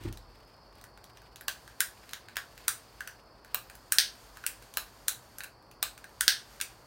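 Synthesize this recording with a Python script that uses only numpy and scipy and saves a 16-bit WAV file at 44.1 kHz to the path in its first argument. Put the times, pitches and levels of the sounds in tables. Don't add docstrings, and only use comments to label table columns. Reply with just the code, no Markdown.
import sys
import numpy as np
from scipy import signal
from scipy.fft import rfft, irfft, next_fast_len
from scipy.io import wavfile

SR = 44100
rng = np.random.default_rng(int(sys.argv[2]) if len(sys.argv) > 2 else 0)


def pcm_store(signal):
    levels = np.round(np.clip(np.atleast_2d(signal), -1, 1) * 32767)
    wavfile.write(sys.argv[1], SR, levels.astype(np.int16).T)


N = 302526
BLOW_SIZE = 2048
BLOW_HZ = np.maximum(np.fft.rfftfreq(BLOW_SIZE, 1 / SR), 1)


def from_db(db):
    return 10 ** (np.asarray(db) / 20)


def unit_energy(x):
    return x / np.sqrt(np.sum(x ** 2) + 1e-20)


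def at_level(sound, db):
    return unit_energy(sound) * from_db(db) * np.sqrt(SR / 100)


def gain_curve(rows):
    s, db = np.transpose(rows)
    return from_db(np.interp(np.arange(N) / SR, s, db))


def cut(x, hz, kind, order=2):
    sections = signal.butter(order, min(hz, 0.45 * SR), kind, fs=SR, output="sos")
    return signal.sosfilt(sections, x)


def add(track, s, sound):
    at = max(round(s * SR), 0)
    track[at:at + len(sound)] += sound[:N - at]


def at_hz(spectrum, hz):
    points_hz, db = np.transpose(spectrum)
    return np.interp(np.log(hz), np.log(points_hz), db)


def noise(spectrum):
    size = next_fast_len(N, real=True)
    hz = np.maximum(np.fft.rfftfreq(size, 1 / SR), 1)
    gain = from_db(at_hz(spectrum, hz)) * np.sqrt(SR / 2)
    return irfft(rfft(rng.standard_normal(size)) * gain, size)[:N]


def drift(rate):
    points = rng.standard_normal(N // 20)
    return np.interp(np.arange(N) * rate / SR, np.arange(len(points)), points)


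def waver(rate, depth_db):
    return from_db(depth_db * drift(rate))


def struck(db):
    cepstrum = irfft(np.log(from_db(db)))
    cepstrum[1:BLOW_SIZE // 2] *= 2
    cepstrum[BLOW_SIZE // 2 + 1:] = 0
    return irfft(np.exp(rfft(cepstrum)))


def resonance(hz, width_hz):
    return 1 / (1 + (2 * (BLOW_HZ - hz) / width_hz) ** 2)


def chatter(sound, gap_s, rebound):
    spectrum = rfft(sound)
    lags = np.round(gap_s * SR * rng.uniform(0.7, 1.3, size=3) / 2 ** np.arange(3))
    for lag in lags:
        delay = np.exp(-2j * np.pi * BLOW_HZ * lag / SR)
        spectrum = spectrum * (delay - rebound) / (1 - rebound * delay)
    return irfft(spectrum)


def room(sound, wet_db, t60, treble_t60, treble_db, ceiling_db):
    t = np.arange(SR // 2) / SR
    white = rng.standard_normal(len(t))
    dull = cut(white, 7000, "low", order=1)
    treble = white - dull
    tail = dull * from_db(-60 * t / t60) + treble * from_db(treble_db - 60 * t / treble_t60)
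    response = from_db(wet_db) * unit_energy(tail * (1 - np.exp(-t / 0.00048)))
    response[int(rng.uniform(0.0014, 0.0022) * SR)] += from_db(-10)
    response[(rng.uniform(0.009, 0.0105, size=2) * SR).astype(int)] += from_db(ceiling_db)
    response[0] += 1
    return signal.fftconvolve(sound, response)


# frequency in Hz, density in dB per Hz.
AIR_DENSITY = [(15, -107), (30, -98), (48, -74.5), (75, -88), (118, -81.5), (150, -90.5), (400, -90),
               (600, -89), (1050, -89.5), (1500, -96.5), (2200, -106), (3500, -114), (7000, -119),
               (16000, -122)]


def air():
    return noise(AIR_DENSITY)


# frequency in Hz, density in dB per Hz before wavering.
SIZZLE_DENSITY = [(3700, -135), (4150, -108), (4400, -95), (4580, -95), (4850, -102), (5100, -106),
                  (5350, -109), (5700, -109), (6300, -130)]


def sizzle():
    return noise(SIZZLE_DENSITY) * waver(rate=11, depth_db=-0.5)


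WHINE_HZ, WHINE_DRIFT_HZ, WHINE_DRIFTS_PER_S = 5050, 49.5, 1.5
WHINE_START_DB, WHINE_FADE_DB_PER_S = -72.5, 0.5
WHINE_SWELL_DB, WHINE_SWELLS_PER_S = 3.5, 3.8


def whine():
    pitch_hz = WHINE_HZ + WHINE_DRIFT_HZ * drift(WHINE_DRIFTS_PER_S)
    phase = 2 * np.pi * np.cumsum(pitch_hz) / SR
    blur = cut(rng.standard_normal(N) + 1j * rng.standard_normal(N), 55, "low")
    tone = unit_energy((blur * np.exp(1j * phase)).real) * np.sqrt(N)
    fade = from_db(WHINE_START_DB - WHINE_FADE_DB_PER_S * np.arange(N) / SR)
    return tone * fade * waver(WHINE_SWELLS_PER_S, WHINE_SWELL_DB)


# start in seconds, gain in dB.
STAND_BUMPS = [(.008, -43.5), (.049, -30), (.087, -40.5)]
# frequency in Hz, relative level in dB, t60 in seconds.
STAND_MODES = [(41.8, -7, 0.94), (74.7, -14, 0.52), (106.8, 2, 0.19), (138, -13, 0.1), (212, -14, 0.21),
               (313, -10, 0.1), (332.5, -3.5, 0.18)]
# frequency in Hz, relative density in dB per Hz.
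SCUFF_DENSITY = [(20, -6), (60, 8.5), (170, -1), (370, -0.5), (450, -14), (1400, -18.5), (2600, -24),
                 (4500, -29), (16000, -49)]


def stand():
    out, t = np.zeros(N), np.arange(SR) / SR
    thud = sum(from_db(db - 60 * t / t60) * np.sin(2 * np.pi * hz * t) for hz, db, t60 in STAND_MODES)
    soft_onset = 1 - np.exp(-t / 0.0047)
    for s, db in STAND_BUMPS:
        scuff = from_db(-31.5) * noise(SCUFF_DENSITY)[:SR] * np.exp(-t / 0.032)
        add(out, s, from_db(db) * (thud + scuff) * soft_onset)
    return out


# frequency in Hz, density in dB per Hz before motion.
RUB_DENSITY = [(700, -120), (1600, -102), (2700, -103), (4000, -107), (7500, -116), (8600, -112),
               (10500, -120), (12000, -116), (16000, -119)]
# middle in seconds, time from middle to 1/e in seconds, gain in dB.
GRIP_SHIFTS = [(0.055, 0.044, 12.5), (0.424, 0.18, -3), (0.77, 0.048, -2.5), (1.19, 0.13, -2.5),
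               (2.503, .85, -3), (3.52, .05, 4)]
HOLD_DB = -12.5


def fingers():
    t = np.arange(N) / SR
    shifting = sum(from_db(db) * np.exp(-((t - s) / fall_s) ** 2) for s, fall_s, db in GRIP_SHIFTS)
    motion = from_db(HOLD_DB) + shifting
    rub = noise(RUB_DENSITY) * waver(rate=81, depth_db=5)
    slips = (rng.random(N) < 16 / SR) * from_db(rng.normal(-46.0, 3, N))
    return (rub + cut(slips, 4000, "high")) * motion


# frequency in Hz, width in Hz, mean lift in dB before tilting.
BODY_RESONANCES = [(1577, 620, 16.5), (2610, 790, 5), (3980, 420, 5), (5890, 470, 1.5), (8540, 840, 2.5),
                   (8850, 190, -2), (11400, 700, 2.5), (15100, 1300, 1.5)]
REGISTER_BOUNDS_HZ = [900, 2300, 6500, 12500, 16000]


def body_response(levels_db, scatter_db, low_hz):
    db = 20 * np.log10(BLOW_HZ ** 3 / (BLOW_HZ ** 3 + low_hz ** 3) + 1e-3)
    for hz, width_hz, lift_db in BODY_RESONANCES:
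        db = db + (lift_db + scatter_db * rng.standard_normal()) * resonance(hz, width_hz)
    bands = list(zip(REGISTER_BOUNDS_HZ, REGISTER_BOUNDS_HZ[1:]))
    own_db = []
    for low, high in bands:
        inside = (BLOW_HZ > low) & (BLOW_HZ < high)
        own_db.append(10 * np.log10(np.sum(from_db(db[inside]) ** 2)))
    centres_hz = np.sqrt(np.prod(bands, axis=1))
    tilt = np.transpose([centres_hz, np.subtract(levels_db, own_db)])
    return db + at_hz(tilt, BLOW_HZ)


TICKS_PER_S, TICK_DB, TICK_SPREAD_DB = 1.8, -60, 4


def faint_ticks():
    count = int(TICKS_PER_S * N / SR)
    s = (np.arange(count) + rng.random(count)) * (N / SR) / (count + 1)
    levels_db = [TICK_DB, 0, 0] + TICK_SPREAD_DB * rng.standard_normal((count, 3))
    return np.column_stack([s, levels_db])


HAND_ECHO_DB, HAND_ECHO_S = -9, (0.0003, 0.0009)


def off_hand(sound):
    lag = int(rng.uniform(*HAND_ECHO_S) * SR)
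    return sound + from_db(HAND_ECHO_DB) * np.pad(sound, (lag, 0))[:len(sound)]


# start in seconds, direct level in dB over 10 ms,
# hollow ring in dB and brightness in dB, both against the middle register.
TRIGGER_CLICKS = [(.126, -50, -10, -2), (.1728, -51.5, -13, -6), (.8126, -56.5, -10, -3),
                  (.8396, -49.5, 8, 4), (.975, -56, 6, -4.5), (1.1718, -54.8, -2, -7),
                  (1.359, -48.5, -5, -3), (1.4095, -46.5, 5.5, 4.5), (1.482, -29.5, -8, -4.5),
                  (1.6774, -51, 3, -3), (1.8046, -21.5, -1.5, 4.5), (2.092, -50.6, -6, -6),
                  (2.1334, -37, 0, -5), (2.285, -49.5, 2, -8), (2.357, -47, 2, -3),
                  (2.3679, -30.5, 0.5, -5.5), (2.5776, -50.5, 0, -3), (2.6808, -23, 1.5, 6.5),
                  (3.006, -38, 11, -1), (3.0744, -40.2, 1.5, -1), (3.447, -54, 7, 1.5),
                  (3.5454, -31, -1.5, 1.5), (3.6984, -49, 6, 1.5), (3.7522, -51.5, -3, 5),
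                  (3.9217, -22.5, 0.5, 8), (4.371, -47.5, 7.5, 0.5), (4.4387, -42.5, 9.5, -8),
                  (4.4645, -28.5, -2.5, 5), (4.7389, -48, -17, -3), (4.7713, -28, -4.5, 1.5),
                  (5.0818, -23, -1.5, 6), (5.3841, -41, 1, 10), (5.4054, -40.5, 4, -7), (5.4357, -43, 0, 2),
                  (5.442, -44.5, 4, 3), (5.713, -56, -2, 1), (5.8274, -28.5, -6.5, -2),
                  (5.9773, -50, 1, -1), (6.0418, -47.5, 5, -3), (6.2087, -24.5, -2.5, 1.5),
                  (6.601, -41.5, 0, -8), (6.6122, -30, -10.5, -2.5)]
TOP_LOSS_DB = 4.0
LEAD_IN_S, LEAD_IN_UNDER_DB = 0.0042, 27.5


def trigger():
    out = np.zeros(N)
    for s, db, hollow_db, bright_db in [*TRIGGER_CLICKS, *faint_ticks()]:
        registers_db = [hollow_db, 0, bright_db, bright_db - TOP_LOSS_DB]
        body = struck(body_response(registers_db, scatter_db=3.5, low_hz=992))
        lead_in = np.convolve(rng.standard_normal(int(LEAD_IN_S * SR)), body)
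        add(out, s - LEAD_IN_S, at_level(lead_in, db - LEAD_IN_UNDER_DB))
        click = at_level(off_hand(chatter(body, gap_s=0.00056, rebound=0.53)), db)
        add(out, s, room(click, wet_db=-3.5, t60=0.24, treble_t60=0.19, treble_db=-3.0, ceiling_db=-15.5))
    return out


# start in seconds, end in seconds.
VALVE_SPANS = [(1.48, 2.17), (2.35, 3.12), (3.53, 5.38), (5.815, 7.02)]
# frequency in Hz, density in dB per Hz before flow, nearness and wavering.
JET_DENSITY = [(500, -112), (1500, -96), (2200, -101), (3000, -101.5), (3900, -102.5), (7000, -102.5),
               (7800, -106), (8800, -103.5), (9700, -106), (10400, -111.5), (11500, -106), (13000, -107.5),
               (16000, -111)]
# time in seconds, hiss gain in dB.
NOZZLE_NEARNESS = [(1.5, -0.5), (3.0, -2), (3.85, -2), (4.3, 2), (5.0, 0), (5.9, -5.5), (6.6, 4),
                   (6.86, -4.5)]
VALVE_OPEN_S, VALVE_FADE_S, LEAK_DB = 0.021, 0.06, -38


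def gas():
    t = np.arange(N) / SR
    flow = from_db(LEAK_DB)
    for start_s, end_s in VALVE_SPANS:
        opening = np.clip((t - start_s) / VALVE_OPEN_S, 0, 1)
        emptying = np.exp(-np.maximum(t - end_s, 0) / VALVE_FADE_S)
        flow = flow + opening * emptying
    return noise(JET_DENSITY) * flow * gain_curve(NOZZLE_NEARNESS) * waver(rate=25, depth_db=1.0)


# start in seconds, direct handle thud in dB over 10 ms,
# direct nozzle ping in dB over 10 ms.
STOP_KNOCKS = [(1.4815, -41, -37), (2.3681, -41, -48), (3.5454, -39.5, -28), (4.7724, -39, -33),
               (5.8292, -39, -30)]
# frequency in Hz, relative response in dB.
HANDLE_RESPONSE = [(150, -24), (400, -10.5), (700, 0), (900, -5.5), (1200, 7), (1600, -19), (3000, -5.5),
                   (16000, -46)]


def handle():
    out = np.zeros(N)
    for s, db, _ in STOP_KNOCKS:
        knock = at_level(struck(at_hz(HANDLE_RESPONSE, BLOW_HZ)), db)
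        add(out, s, room(knock, wet_db=-1.5, t60=0.2, treble_t60=0.28, treble_db=-1.5, ceiling_db=-23.5))
    return out


# start in seconds, frequency in Hz, direct level in dB over 10 ms.
METAL_PINGS = [(2.681, 5900, -36), (2.681, 9330, -28), (3.922, 8960, -29.5), (4.4646, 9030, -34.5),
               (5.8277, 3980, -36.5), (5.8282, 8300, -32.5), (6.2086, 9200, -30), (6.6123, 9200, -37)]
NOZZLE_HZ = 14440


def pings():
    out, t = np.zeros(N), np.arange(BLOW_SIZE) / SR
    swell = t * np.exp(-t / 0.00022)
    nozzle_pings = [(s, NOZZLE_HZ, db) for s, _, db in STOP_KNOCKS]
    for s, hz, db in [*METAL_PINGS, *nozzle_pings]:
        ping = at_level(np.sin(2 * np.pi * hz * t) * swell, db)
        add(out, s, room(ping, wet_db=-6.5, t60=0.25, treble_t60=0.18, treble_db=-14.5, ceiling_db=-18.5))
    return out


# start in seconds, direct level in dB over 10 ms, added hollow body ring in dB.
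PIEZO_SNAPS = [(3.9848, -16, -2), (6.2798, -16, 2.5)]
# frequency in Hz, relative response in dB.
IGNITER_RESPONSE = [(250, -43.5), (700, -22.5), (1050, -31.5), (1600, -2), (2350, -14.5), (3200, -5.5),
                    (4500, -2), (5100, -3), (6100, -6), (7300, -19.5), (8400, -8.5), (9300, -11),
                    (10200, -16.5), (16000, -16.5)]


def piezo():
    out = np.zeros(N)
    hollow_hz, hollow_width_hz, _ = BODY_RESONANCES[0]
    for s, db, hollow_db in PIEZO_SNAPS:
        hollow_ring = hollow_db * resonance(hollow_hz, hollow_width_hz)
        blow = struck(at_hz(IGNITER_RESPONSE, BLOW_HZ) + hollow_ring)
        snap = at_level(chatter(blow, gap_s=0.00035, rebound=0.43), db)
        add(out, s, room(snap, wet_db=-2.0, t60=0.27, treble_t60=0.17, treble_db=1.5, ceiling_db=-23))
        for lag_s in rng.uniform(0.004, 0.028, size=5):
            echo = chatter(blow, gap_s=0.0005, rebound=0.38)
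            add(out, s + lag_s, at_level(echo, db - 19.5 - 170 * lag_s))
    return out


def scene():
    background = air() + sizzle() + whine()
    torch = fingers() + trigger() + gas() + handle() + pings() + piezo()
    return (background + stand() + torch)[None]


CUTOFF_HZ, ROUNDING_LEVEL = 16000, 1.9


def record(dry):
    rounded = ROUNDING_LEVEL * np.tanh(dry / ROUNDING_LEVEL)
    steep = signal.ellip(10, 0.2, 70, CUTOFF_HZ, fs=SR, output="sos")
    return signal.sosfilt(steep, rounded)


dry = scene()
out = record(dry)
pcm_store(out)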